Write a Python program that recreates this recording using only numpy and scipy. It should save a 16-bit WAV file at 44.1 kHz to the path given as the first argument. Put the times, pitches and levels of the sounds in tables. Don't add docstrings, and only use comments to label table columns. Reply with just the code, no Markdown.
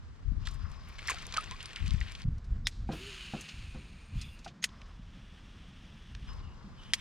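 import sys
import numpy as np
from scipy import signal
from scipy.fft import rfft, irfft, next_fast_len
from scipy.io import wavfile
from scipy.ndimage import uniform_filter1d

SR = 44100
rng = np.random.default_rng(int(sys.argv[2]) if len(sys.argv) > 2 else 0)


def dump(signal):
    limited = np.clip(np.atleast_2d(signal).T, -1, 1)
    pcm = np.round(limited * 32767).astype(np.int16)
    wavfile.write(sys.argv[1], SR, pcm)


N = 309052
TIME = np.arange(N) / SR


# start and end in seconds, level in dB.
WINDING = [(0.0, 0.44, -75.5), (0.392, 0.594, -59.5), (0.575, 2.222, -57.5), (4.663, 4.923, -63),
           (6.26, 6.407, -58), (6.415, 6.973, -65)]
# frequency in Hz, level in dB.
WINDING_COLOUR = [(410, -12.5), (700, -7), (848, -10), (1070, 0.5), (1610, -4.5), (2310, -8.5), (2560, -9),
                  (2940, -8.5), (4270, -11.5), (4980, -14), (5380, -14), (7410, -24), (8210, -29.5),
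                  (10900, -31), (15000, -42)]
# pitch and width in Hz, level in dB against the whirr.
GEAR_WHINES = [(1090, 93, -6), (5050, 160, -12)]
# start and end in seconds, level in dB.
DRAWING = [(4.66, 5.11, -69.5), (5.064, 6.292, -64), (6.726, 7.01, -62), (6.955, 7.015, -44.5)]
# frequency in Hz, level in dB.
DRAWING_COLOUR = [(710, -41), (1200, -6), (1480, -5), (1770, 0.5), (2080, -2), (3010, 3.5), (3490, 1),
                  (4300, -8.5), (5670, -6.5), (7470, -18), (8840, -13), (10300, -22.5), (15000, -27)]

def reel():
    winding = together(from_db(db) * swell(start, end, attack=0.028, t60=0.16, sag_db_per_s=4.5)
                       for start, end, db in WINDING)
    drawing = together(from_db(db) * swell(start, end, attack=0.094, t60=0.3, sag_db_per_s=-2.5)
                       for start, end, db in DRAWING)
    whine = sum(from_db(db) * whistle(hz, width_hz) for hz, width_hz, db in GEAR_WHINES)
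    whirr = restless(noise(WINDING_COLOUR, side_db=-18), depth_db=4.5, rate=30)
    gears = winding * (whirr + whine)
    rotor_db = 0.24 * np.sin(2 * np.pi * 4.5 * TIME)
    teeth_db = 1.5 * whistle(hz=210, width_hz=10)
    light_load_whine = from_db(-10.5) * whistle(hz=3390, width_hz=130)
    flutter = from_db(rotor_db + 1.05 * drift(55) + teeth_db)
    line = drawing * flutter * (mono_noise(DRAWING_COLOUR) + light_load_whine)
    return gears * panned(5) + line


# start and end in seconds, level in dB, run-up and run-down t60 in seconds.
RUNS = [(2.863, 3.476, -46.3, 0.2, 2), (4.112, 4.223, -52, 0.12, 0.25)]
# frequency in Hz, level in dB.
HISS_COLOUR = [(530, -29), (900, -15), (1140, -8), (1590, -4.5), (2050, -4), (2500, 2), (3420, -2.5),
               (4390, -2.5), (5840, -12.5), (6650, -6), (8050, -15.5), (9070, -13.5), (10100, -18),
               (15500, -28)]
# start and end in seconds, level in dB, pitch in Hz.
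SQUEAKS = [(4.17, 4.29, -57, 3460), (4.18, 4.37, -63.5, 2770), (6.275, 6.31, -61, 2920),
           (6.278, 6.302, -55, 5090), (6.417, 6.526, -66, 2850), (6.77, 6.9, -62.5, 3020)]
# time in seconds, pitch in Hz, level in dB.
LINE_HUM = [(2.94, 312, -80), (2.98, 340, -57), (3.01, 377, -50), (3.07, 412, -52), (3.12, 387, -54.5),
            (3.18, 378, -68), (3.3, 341, -66), (3.4, 330, -84)]
RING_WIDTH_HZ = 150

def cast():
    cast_s = RUNS[0][0]
    loose_coils = from_db(-65.5) * swell(cast_s, end=4.49, attack=0.073, t60=0.06)
    runs = [from_db(db) * swell(start, end, run_up, t60, sag_db_per_s=8.5)
            for start, end, db, run_up, t60 in RUNS]
    running = together([loose_coils] + runs)
    speed = running / running.max()
    lip_whirr = from_db(-2) * whistle(hz=2376 + 559 * speed, width_hz=280)
    second_ring = from_db(-19) * speed * whistle(9330, RING_WIDTH_HZ)
    hiss = running * from_db(1.1 * drift(130)) * (mono_noise(HISS_COLOUR) + lip_whirr + second_ring)
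    singing = swell(cast_s, end=4.36, attack=0.089, t60=0.3) * running ** 0.27
    main_ring = singing * from_db(-56.5 + 2.2 * drift(45)) * whistle(8780, RING_WIDTH_HZ)
    squeaks = sum(from_db(db) * swell(start, end, attack=0.027, t60=0.12) * whistle(hz, 0.036 * hz)
                  for start, end, db, hz in SQUEAKS)
    hum_hz, hum_db = in_time(LINE_HUM)
    humming = during(LINE_HUM) * from_db(hum_db + 2 * drift(25))
    wavering_hz = hum_hz * (1 + 0.013 * drift(47))
    hum = humming * np.sin(2 * np.pi * np.cumsum(wavering_hz) / SR)
    return hiss + main_ring + squeaks + hum


def last_pull():
    start, end = 4.13, 4.35
    sizzle = from_db(-70) * swell(start, end, attack=0.057, t60=0.087) * wet_line()
    rings = sum(from_db(db) * whistle(hz, RING_WIDTH_HZ)
                for hz, db in [(4900, -2), (9150, -1.5), (12050, -5)])
    return sizzle + from_db(-69) * swell(start, end, attack=0.04, t60=0.15) * rings


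# frequency in Hz, level in dB.
SIZZLE_COLOUR = [(4500, -4), (7000, -8), (10500, -4), (12000, -1), (13000, -8), (15500, -14)]

def wet_line():
    return mono_noise(SIZZLE_COLOUR)


# time in seconds, strike and rattle in dB, rattle t60 and rebound delay
# in seconds, rebound in dB, low-pass in Hz, pitch as a ratio to the closed bail.
SNAPS = [(2.6699, -16, -37, 0.062, 0.0032, -25, 11000, 1.035),
         (4.6265, -36, -44, 0.09, 0.0049, -39, 7000, 1.0),
         (4.6402, -19.5, -26.5, 0.04, 0.001973, -18, 15000, 1.034),
         (6.9355, -12.5, -30.5, 0.042, 0.0037, -24, 12500, 0.99)]
# pitch in Hz, level in dB, t60 in seconds.
BAIL_MODES = [(807, -25, 0.014), (1926, -2, 0.0096), (3306, 0, 0.0067), (3950, -5.5, 0.01),
              (4960, -3, 0.007), (5460, -8, 0.014), (6440, -8.5, 0.0093), (7050, -8, 0.0055),
              (9120, -7.5, 0.0074)]
# frequency in Hz, level in dB.
RATTLE_COLOUR = [(300, -20.5), (900, -18.5), (1300, -13), (1900, -3.5), (2700, -5), (4300, -5), (6700, -5),
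                 (9000, -10), (12000, -17.5), (16000, -34)]
# start and stop in seconds, level in dB, pitch in Hz.
SWINGS = [(2.647, 2.67, -42, 5180), (2.652, 2.669, -42, 3700), (4.618, 4.642, -37, 6500)]

def bail():
    out, t = np.zeros((2, N)), TIME[:SR // 2]
    ringing = rms_one(sum(from_db(db) * whistle(hz, width_hz=60) for hz, db, _ in BAIL_MODES))
    rattle = from_db(2.5) * noise(RATTLE_COLOUR, side_db=-1) + from_db(-7) * ringing
    for k, (s, strike_db, rattle_db, t60, rebound_s, rebound_db, top_hz, pitch) in enumerate(SNAPS):
        strike = sum((-1) ** m * from_db(db) * mode(hz * pitch, mode_t60)
                     for m, (hz, db, mode_t60) in enumerate(BAIL_MODES))
        rebound = from_db(rebound_db) * np.roll(strike, int(rebound_s * SR))
        crack = from_db(strike_db - 7.5) * decay(t, t60=0.003) * rng.standard_normal(len(t))
        shake = np.minimum(t / rebound_s, 1) * decay(np.maximum(t - rebound_s, 0), t60)
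        tail = from_db(rattle_db) * shake * rattle[:, k * len(t):(k + 1) * len(t)]
        snap = from_db(strike_db) * strike + rebound + crack + tail
        add(out, s, filtered(snap, top_hz, order=1))
    swings = sum(from_db(db) * swell(start, stop, stop - start, t60=0.061) * whistle(hz, width_hz=130)
                 for start, stop, db, hz in SWINGS)
    return out + swings


# time in seconds, level in dB, t60 in seconds, centre in Hz.
TICKS = [(0.452, -48, 0.28, 3530), (0.4705, -31.5, 0.016, 3800), (0.473, -32, 0.016, 1500),
         (0.485, -43, 0.03, 4400), (0.509, -54.5, 0.064, 6000), (0.538, -55.5, 0.068, 8000),
         (0.716, -50.5, 0.0093, 5960), (0.887, -52, 0.016, 11500), (2.381, -56.5, 0.028, 4470),
         (2.443, -60.5, 0.079, 4900), (2.71, -58.5, 0.74, 4150), (2.917, -46, 0.21, 3500),
         (2.925, -56.5, 0.68, 10400), (3.409, -39.5, 0.045, 6500), (3.487, -42, 0.085, 3620),
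         (4.2128, -38.5, 0.055, 4870), (4.389, -54.5, 0.061, 5040), (4.4443, -45.5, 0.071, 4560),
         (4.462, -43, 0.037, 1370), (4.476, -46, 0.086, 3330), (4.69, -50, 0.023, 3160),
         (4.8155, -43.5, 0.016, 2780), (6.1494, -36, 0.0094, 2600), (6.332, -55, 0.026, 4870),
         (6.834, -50, 0.016, 3400)]

def ticks():
    return bursts(TICKS, width=0.27, reach=2.3, attack=0.0011)


# time in seconds, level in dB, t60 in seconds, centre in Hz.
SPLASHES = [(0.984, -44.5, 0.066, 3160), (0.9905, -37, 0.021, 2000), (1.074, -42, 0.14, 5960),
            (1.082, -25, 0.02, 1750), (1.089, -24, 0.02, 2200), (1.095, -34.5, 0.057, 1300),
            (1.097, -39.5, 0.092, 6550), (1.1026, -34.5, 0.053, 2300), (1.117, -34.5, 0.026, 2100),
            (1.155, -48, 0.16, 1690), (1.338, -40.5, 0.15, 1140), (1.339, -35, 0.04, 3800),
            (1.365, -33, 0.045, 2700), (1.367, -30.5, 0.053, 1450), (1.372, -40, 0.038, 670),
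            (1.52, -39.5, 0.025, 2380), (1.605, -38.5, 0.047, 2870), (1.7603, -31, 0.014, 3280),
            (1.768, -37.5, 0.024, 2000), (2.011, -36.5, 0.038, 2010), (2.1505, -37, 0.025, 2940)]
# time in seconds, relative level in dB, centre in Hz.
DROPS = [(1.0736, -33, 6500), (1.098, -30, 6840), (1.104, -28.5, 7000), (1.108, -32, 7500),
         (1.145, -40, 4000), (1.1854, -42, 3500), (1.2225, -43, 5000), (1.2672, -37.5, 9000),
         (1.324, -34, 3740), (1.341, -39, 5500), (1.3718, -25, 4170), (1.441, -41, 5000),
         (1.5108, -35.5, 3700), (1.628, -39, 5730), (1.657, -35, 3700), (1.732, -40, 3300),
         (1.862, -41, 4200), (1.879, -38.5, 4600), (1.9073, -34, 3470), (1.9356, -43.5, 4500),
         (2.005, -41, 4560), (2.12, -43, 6200), (2.219, -41, 3940)]
# time in seconds, level in dB, pitch in Hz, t60 in seconds,
# rise in octaves per second.
BUBBLES = [(1.0968, -29, 1110, 0.062, -10), (1.138, -39, 755, 0.05, -6), (1.173, -39, 1370, 0.03, -2),
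           (1.3403, -24, 2380, 0.015, 9), (1.3803, -17.5, 1308, 0.033, -7), (1.395, -34.5, 1185, 0.06, 10),
           (1.408, -34, 2750, 0.016, -6), (1.511, -39.5, 975, 0.12, 5), (1.761, -25, 2900, 0.014, -4),
           (2.012, -27, 1900, 0.021, -2)]
# time in seconds, level in dB.
TINKS = [(1.387, -49), (1.409, -44), (1.629, -49), (1.658, -44)]
LURE_FROM_S, LURE_TO_S, TINK_HZ = 0.98, 2.24, 9030

def lure():
    skitter = swell(LURE_FROM_S, LURE_TO_S, attack=0.0052, t60=0.052)
    wake = from_db(-51) * skitter
    thrown = [from_db(db - 20) * swell(s, s, attack=0.0055, t60=1) for s, db, _, _ in SPLASHES]
    wetness = together([wake] + thrown) * swell(0, LURE_TO_S, attack=0.02, t60=0.03)
    droplets = wetness * spray() * panned(3.1)
    out = bursts(SPLASHES, width=0.14, reach=2.7, attack=0.00044)
    drops = bursts([(s, db, 0.0071, hz) for s, db, hz in DROPS], width=0.42, reach=2.5, attack=0.00074)
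    out += from_db(4) * filtered(drops, hz=10500, order=2)
    wobble = from_db(3 * drift(70))
    onset = 1 - np.exp(-TIME[:SR // 2] / 0.0016)
    for s, db, hz, t60, rise in BUBBLES:
        add(out, s, from_db(db) * mode(hz, t60, rise) * onset * wobble[int(s * SR):][:SR // 2])
    for s, db in TINKS:
        add(out, s, from_db(db) * mode(TINK_HZ, t60=0.04))
    taut_line = from_db(-78 + 3.1 * drift(9)) * skitter * whistle(TINK_HZ, 2 * RING_WIDTH_HZ)
    return out + droplets + taut_line


# frequency in Hz, level in dB.
SPRAY_COLOUR = [(190, -56), (330, -11), (580, -14), (854, -13), (1140, -10.5), (1280, -8), (1500, -6.5),
                (2390, -3), (4560, -9.5), (5350, -15), (8010, -21), (9110, -29), (10000, -31), (12800, -31),
                (15500, -51)]

def spray(drops_per_s=600, tick_s=0.00074):
    fizz = restless(noise(SPRAY_COLOUR, side_db=-12), depth_db=4, rate=27)
    handfuls = from_db(1.26 * drift(19))
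    sizes = from_db(4.3 * np.minimum(rng.exponential(1, N), 3.5))
    landings = sizes * (rng.random(N) < drops_per_s / SR)
    tails = signal.lfilter([1], [1, -np.exp(-1 / (tick_s * SR))], landings + 1e-18)
    spatter = coloured(tails * rng.standard_normal(N), SPRAY_COLOUR)
    return handfuls * (from_db(-6.5) * spatter + from_db(-4.5) * fizz) + plinks()


def plinks(per_s=55, low_hz=1300, high_hz=4800, cycles=57):
    out, span = np.zeros(N), LURE_TO_S - LURE_FROM_S
    for when, pitch, strength in rng.random((int(per_s * span), 3)):
        hz = low_hz * (high_hz / low_hz) ** pitch
        db = 3 + 4 * (2 * strength - 1)
        add(out, LURE_FROM_S + when * span, from_db(db) * mode(hz, t60=cycles / hz, rise=5))
    return out


# frequency in Hz, level in dB.
SWISH_COLOUR = [(450, -5), (800, -8), (1100, -3), (1600, -2), (2400, 2), (3300, -8), (5000, -9),
                (8000, -23), (14000, -26)]

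def swish():
    swing = swell(start=0.718, end=0.918, attack=0.22, t60=0.85) ** 2
    return from_db(-54.5 + 2.6 * drift(29)) * swing * noise(SWISH_COLOUR, side_db=-12) * panned(3)


# time in seconds, level in dB, extra low boom in dB.
KNOCKS = [(2.889, -2, -1.5), (2.927, -11.5, -1.5), (3.335, -2, -3), (3.746, -17.5, 3.5),
          (4.4604, -7.5, -14)]
# pitch in Hz, level in dB, t60 and lag in
# seconds.
HULL_MODES = [(780, -23.5, 0.029, 0.00097), (704, -33, 0.065, 0.004), (1560, -42, 0.015, 0.003),
              (513, -36.5, 0.11, 0.012), (310, -34, 0.2, 0.00497), (217, -29.5, 0.11, 0.0011),
              (144, -23.5, 0.102, 0.0006)]

def hull():
    out, shake, t = np.zeros(N), np.zeros(N), TIME[:SR // 2]
    contact = 1 - np.exp(-t / 0.0021)
    for s, db, boom_db in KNOCKS:
        for hz, mode_db, t60, lag in HULL_MODES:
            level = from_db(db + mode_db + boom_db * (hz < 600) + rng.normal(0, 1.5))
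            add(out, s + lag, level * mode(hz, t60) * contact)
        add(shake, s, from_db(db + boom_db) * contact * decay(t, t60=0.28))
    rumble = mono_noise([(90, 1), (200, 10.5), (550, -4.5), (900, -8.5), (1600, -8.5)])
    return out + from_db(-34.5) * shake * rumble


# time in seconds, depth in dB, half length in seconds.
LULLS = [(0.17, 9, 0.027), (1.7, 6, 0.081), (3.199, 1.5, 0.34), (3.492, 17, 0.038), (4.59, 18, 0.071)]
# start and end in seconds, level in dB, left over right in dB.
GUSTS = [(0.239, 0.386, -33.5, 13), (0.428, 0.67, -41, 14), (1.466, 1.518, -46, 14),
         (1.792, 1.949, -31, 13), (2.237, 2.285, -27.5, 2), (2.458, 2.627, -33.5, 0), (2.753, 2.88, -36, 9),
         (3.525, 3.783, -43.5, -9), (4.113, 4.183, -34.5, -7), (4.796, 5.076, -50, 6),
         (6.087, 6.453, -42, 6.5)]
# frequency in Hz, level in dB.
RUMBLE_COLOUR = [(11, -27), (18, -3), (38, 4.5), (81, -0.5), (141, -10.5), (167, -18), (226, -20),
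                 (334, -35), (500, -45.5), (650, -66.5), (1100, -120)]
# time in seconds, peak in dB, pitch in Hz.
BUFFETS = [(0.283, -26.5, 73.5), (0.321, -33.5, 177), (0.645, -26.5, 74), (1.886, -29, 133),
           (1.944, -21, 116), (2.022, -24, 57.6), (2.256, -22.5, 119), (2.284, -20.5, 102),
           (2.528, -22, 48.6), (4.16, -31, 130), (4.176, -29, 115), (4.998, -38, 164)]

def wind():
    lull_db = sum(db * np.exp(-((TIME - s) / half) ** 2) for s, db, half in LULLS)
    breeze = from_db(-46.5 - 0.69 * TIME - lull_db) * panned(1.5)
    gusts = [from_db(db) * swell(start, end, attack=0.028, t60=0.51) * panned(pan_db)
             for start, end, db, pan_db in GUSTS]
    force = together([breeze] + gusts)
    out = force * evened(noise(RUMBLE_COLOUR, side_db=-2), span_s=0.082)
    windward = force / force.mean(axis=0)
    for s, db, hz in BUFFETS:
        near = np.abs(TIME - s) < 0.1
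        cycles = (TIME[near] - s) * hz
        thump = np.cos(2 * np.pi * cycles) * np.exp(-(cycles / 0.55) ** 2)
        out[:, near] += from_db(db) * windward[:, near] * thump
    return out


# frequency in Hz, level in dB.
LAPPING_COLOUR = [(70, -53.5), (130, 3.5), (220, 0.5), (300, -14), (420, -25), (700, -25)]

def lapping():
    return from_db(-62 + 0.71 * TIME + 3 * drift(6.6)) * noise(LAPPING_COLOUR, side_db=-26)


# frequency in Hz, level in dB.
WASH_COLOUR = [(350, -1.5), (650, -12), (1000, 1), (1350, -10), (2000, -24)]

def wash():
    turning = swell(start=6.28, end=TIME[-1], attack=0.03, t60=0.1)
    return from_db(-65.5 + 2 * drift(11)) * turning * noise(WASH_COLOUR, side_db=-12)


# frequency in Hz, level in dB.
AIR_COLOUR = [(150, -2.5), (300, 7), (550, 0), (800, 0.5), (1100, 3), (1600, 1), (2500, -6), (5000, -10),
              (7500, -16.5), (10000, -29), (15000, -41)]

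def creek_air():
    return from_db(-64.5 + drift(21)) * noise(AIR_COLOUR, side_db=-3.5) * panned(1)


# frequency in Hz, phase in radians.
PORT_PHASE = [(200, 0.088), (1000, 0.64), (2000, 0.75), (5000, 1.33), (12000, 2.41)]

def from_the_right(x):
    size = next_fast_len(N)
    phase = np.interp(np.arange(size // 2 + 1) * SR / size, *np.transpose(PORT_PHASE))
    return irfft(rfft(x, size) * np.exp(0.5j * phase * [[-1], [1]]), size)[:, :N]


def bursts(rows, width, reach, attack):
    out, t = np.zeros(N), TIME[:SR // 4]
    for s, db, t60, hz in rows:
        core = [hz / (1 + width), min(hz * (1 + width), 0.4 * SR)]
        skirts = [hz / reach, min(hz * reach, SR / 2.2)]
        grit = filtered(rng.standard_normal(len(t)), core, order=1, kind="band")
        fade = decay(t, t60)
        burst = rms_one(grit * fade * (1 - np.exp(-t / attack))) * np.sqrt(np.mean(fade ** 2))
        add(out, s, from_db(db) * filtered(burst, skirts, order=2, kind="band"))
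    return out


def mode(hz, t60, rise=0):
    t = TIME[:SR // 2]
    return np.sin(2 * np.pi * np.cumsum(hz * 2 ** (rise * t)) / SR) * decay(t, t60)


def whistle(hz, width_hz):
    phase = 2 * np.pi * np.cumsum(hz * np.ones(N)) / SR
    return drift(width_hz) * np.cos(phase) + drift(width_hz) * np.sin(phase)


def noise(spectrum, side_db):
    mid, side = coloured(rng.standard_normal((2, N)), spectrum)
    return mid + from_db(side_db) * side * [[1], [-1]]


def mono_noise(spectrum):
    return coloured(rng.standard_normal(N), spectrum)


def coloured(x, spectrum):
    hz, db = np.transpose(spectrum)
    size = next_fast_len(N)
    log_hz = np.log(np.maximum(np.arange(size // 2 + 1) * SR / size, 1))
    outside = np.abs(log_hz - np.clip(log_hz, np.log(hz[0]), np.log(hz[-1])))
    gain = from_db(np.interp(log_hz, np.log(hz), db) - 40 * outside)
    return rms_one(irfft(rfft(x, size) * gain, size)[..., :N])


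def filtered(x, hz, order, kind="low"):
    return signal.sosfilt(signal.butter(order, hz, kind, fs=SR, output="sos"), x + 1e-18)


def restless(x, depth_db, rate):
    out, rest = 0, x
    for hz in 1000 * 2 ** (np.arange(8) / 2):
        band = signal.sosfiltfilt(signal.butter(4, hz, fs=SR, output="sos"), rest)
        out = out + band * from_db(depth_db * drift(rate))
        rest = rest - band
    return rms_one(out + rest)


def evened(x, span_s):
    power = uniform_filter1d(np.mean(x ** 2, axis=0), max(int(span_s * SR), 2))
    return x / np.sqrt(power + 1e-9)


def drift(rate):
    step, settle = 40, 2000
    pole = np.exp(-2 * np.pi * step * rate / SR)
    chance = rng.standard_normal(N // step + settle + 2)
    slow = signal.lfilter([1], [1, -2 * pole, pole * pole], chance)[settle:]
    return np.interp(np.arange(N) / step, np.arange(len(slow)), rms_one(slow))


def swell(start, end, attack, t60, sag_db_per_s=0):
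    held = np.clip(TIME - start, 0, max(end - start, 0))
    rise = np.clip((TIME - start) / max(attack, 1e-3), 0, 1)
    release = np.exp(-np.minimum(np.log(1000) * np.maximum(TIME - end, 0) / t60, 20))
    return rise * from_db(-sag_db_per_s * held) * release


def decay(t, t60):
    return np.exp(-np.log(1000) * t / t60)


def in_time(rows):
    s, *columns = np.transpose(rows)
    return [np.interp(TIME, s, c) for c in columns]


def during(rows):
    return (TIME >= rows[0][0]) & (TIME <= rows[-1][0])


def together(gains):
    return np.sqrt(sum(g ** 2 for g in gains))


def panned(pan_db):
    left = from_db(np.atleast_1d(pan_db))
    return 2 * np.array([left, np.ones_like(left)]) / (1 + left)


def add(track, s, sound):
    at = int(np.clip(s * SR, 0, N - 1))
    track[..., at:at + sound.shape[-1]] += sound[..., :N - at]


def from_db(db):
    return 10 ** (np.asarray(db) / 20)


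def rms_one(x):
    return x / np.sqrt(np.mean(x ** 2) + 1e-20)


def scene():
    air = creek_air()
    tackle = reel() + cast() + last_pull() + bail() + ticks()
    return wind() + lapping() + wash() + hull() + from_the_right(air + swish() + lure() + tackle)


def record(dry):
    mono_from_s, mono_to_s = 2.245, 6.27
    mono = uniform_filter1d(1.0 * ((TIME > mono_from_s) & (TIME < mono_to_s)), size=400)
    mixed = dry + mono * (dry.mean(axis=0) - dry)
    return signal.sosfilt(signal.ellip(10, 0.1, 80, 16000, fs=SR, output="sos"), mixed)


dry = scene()
out = record(dry)
dump(out)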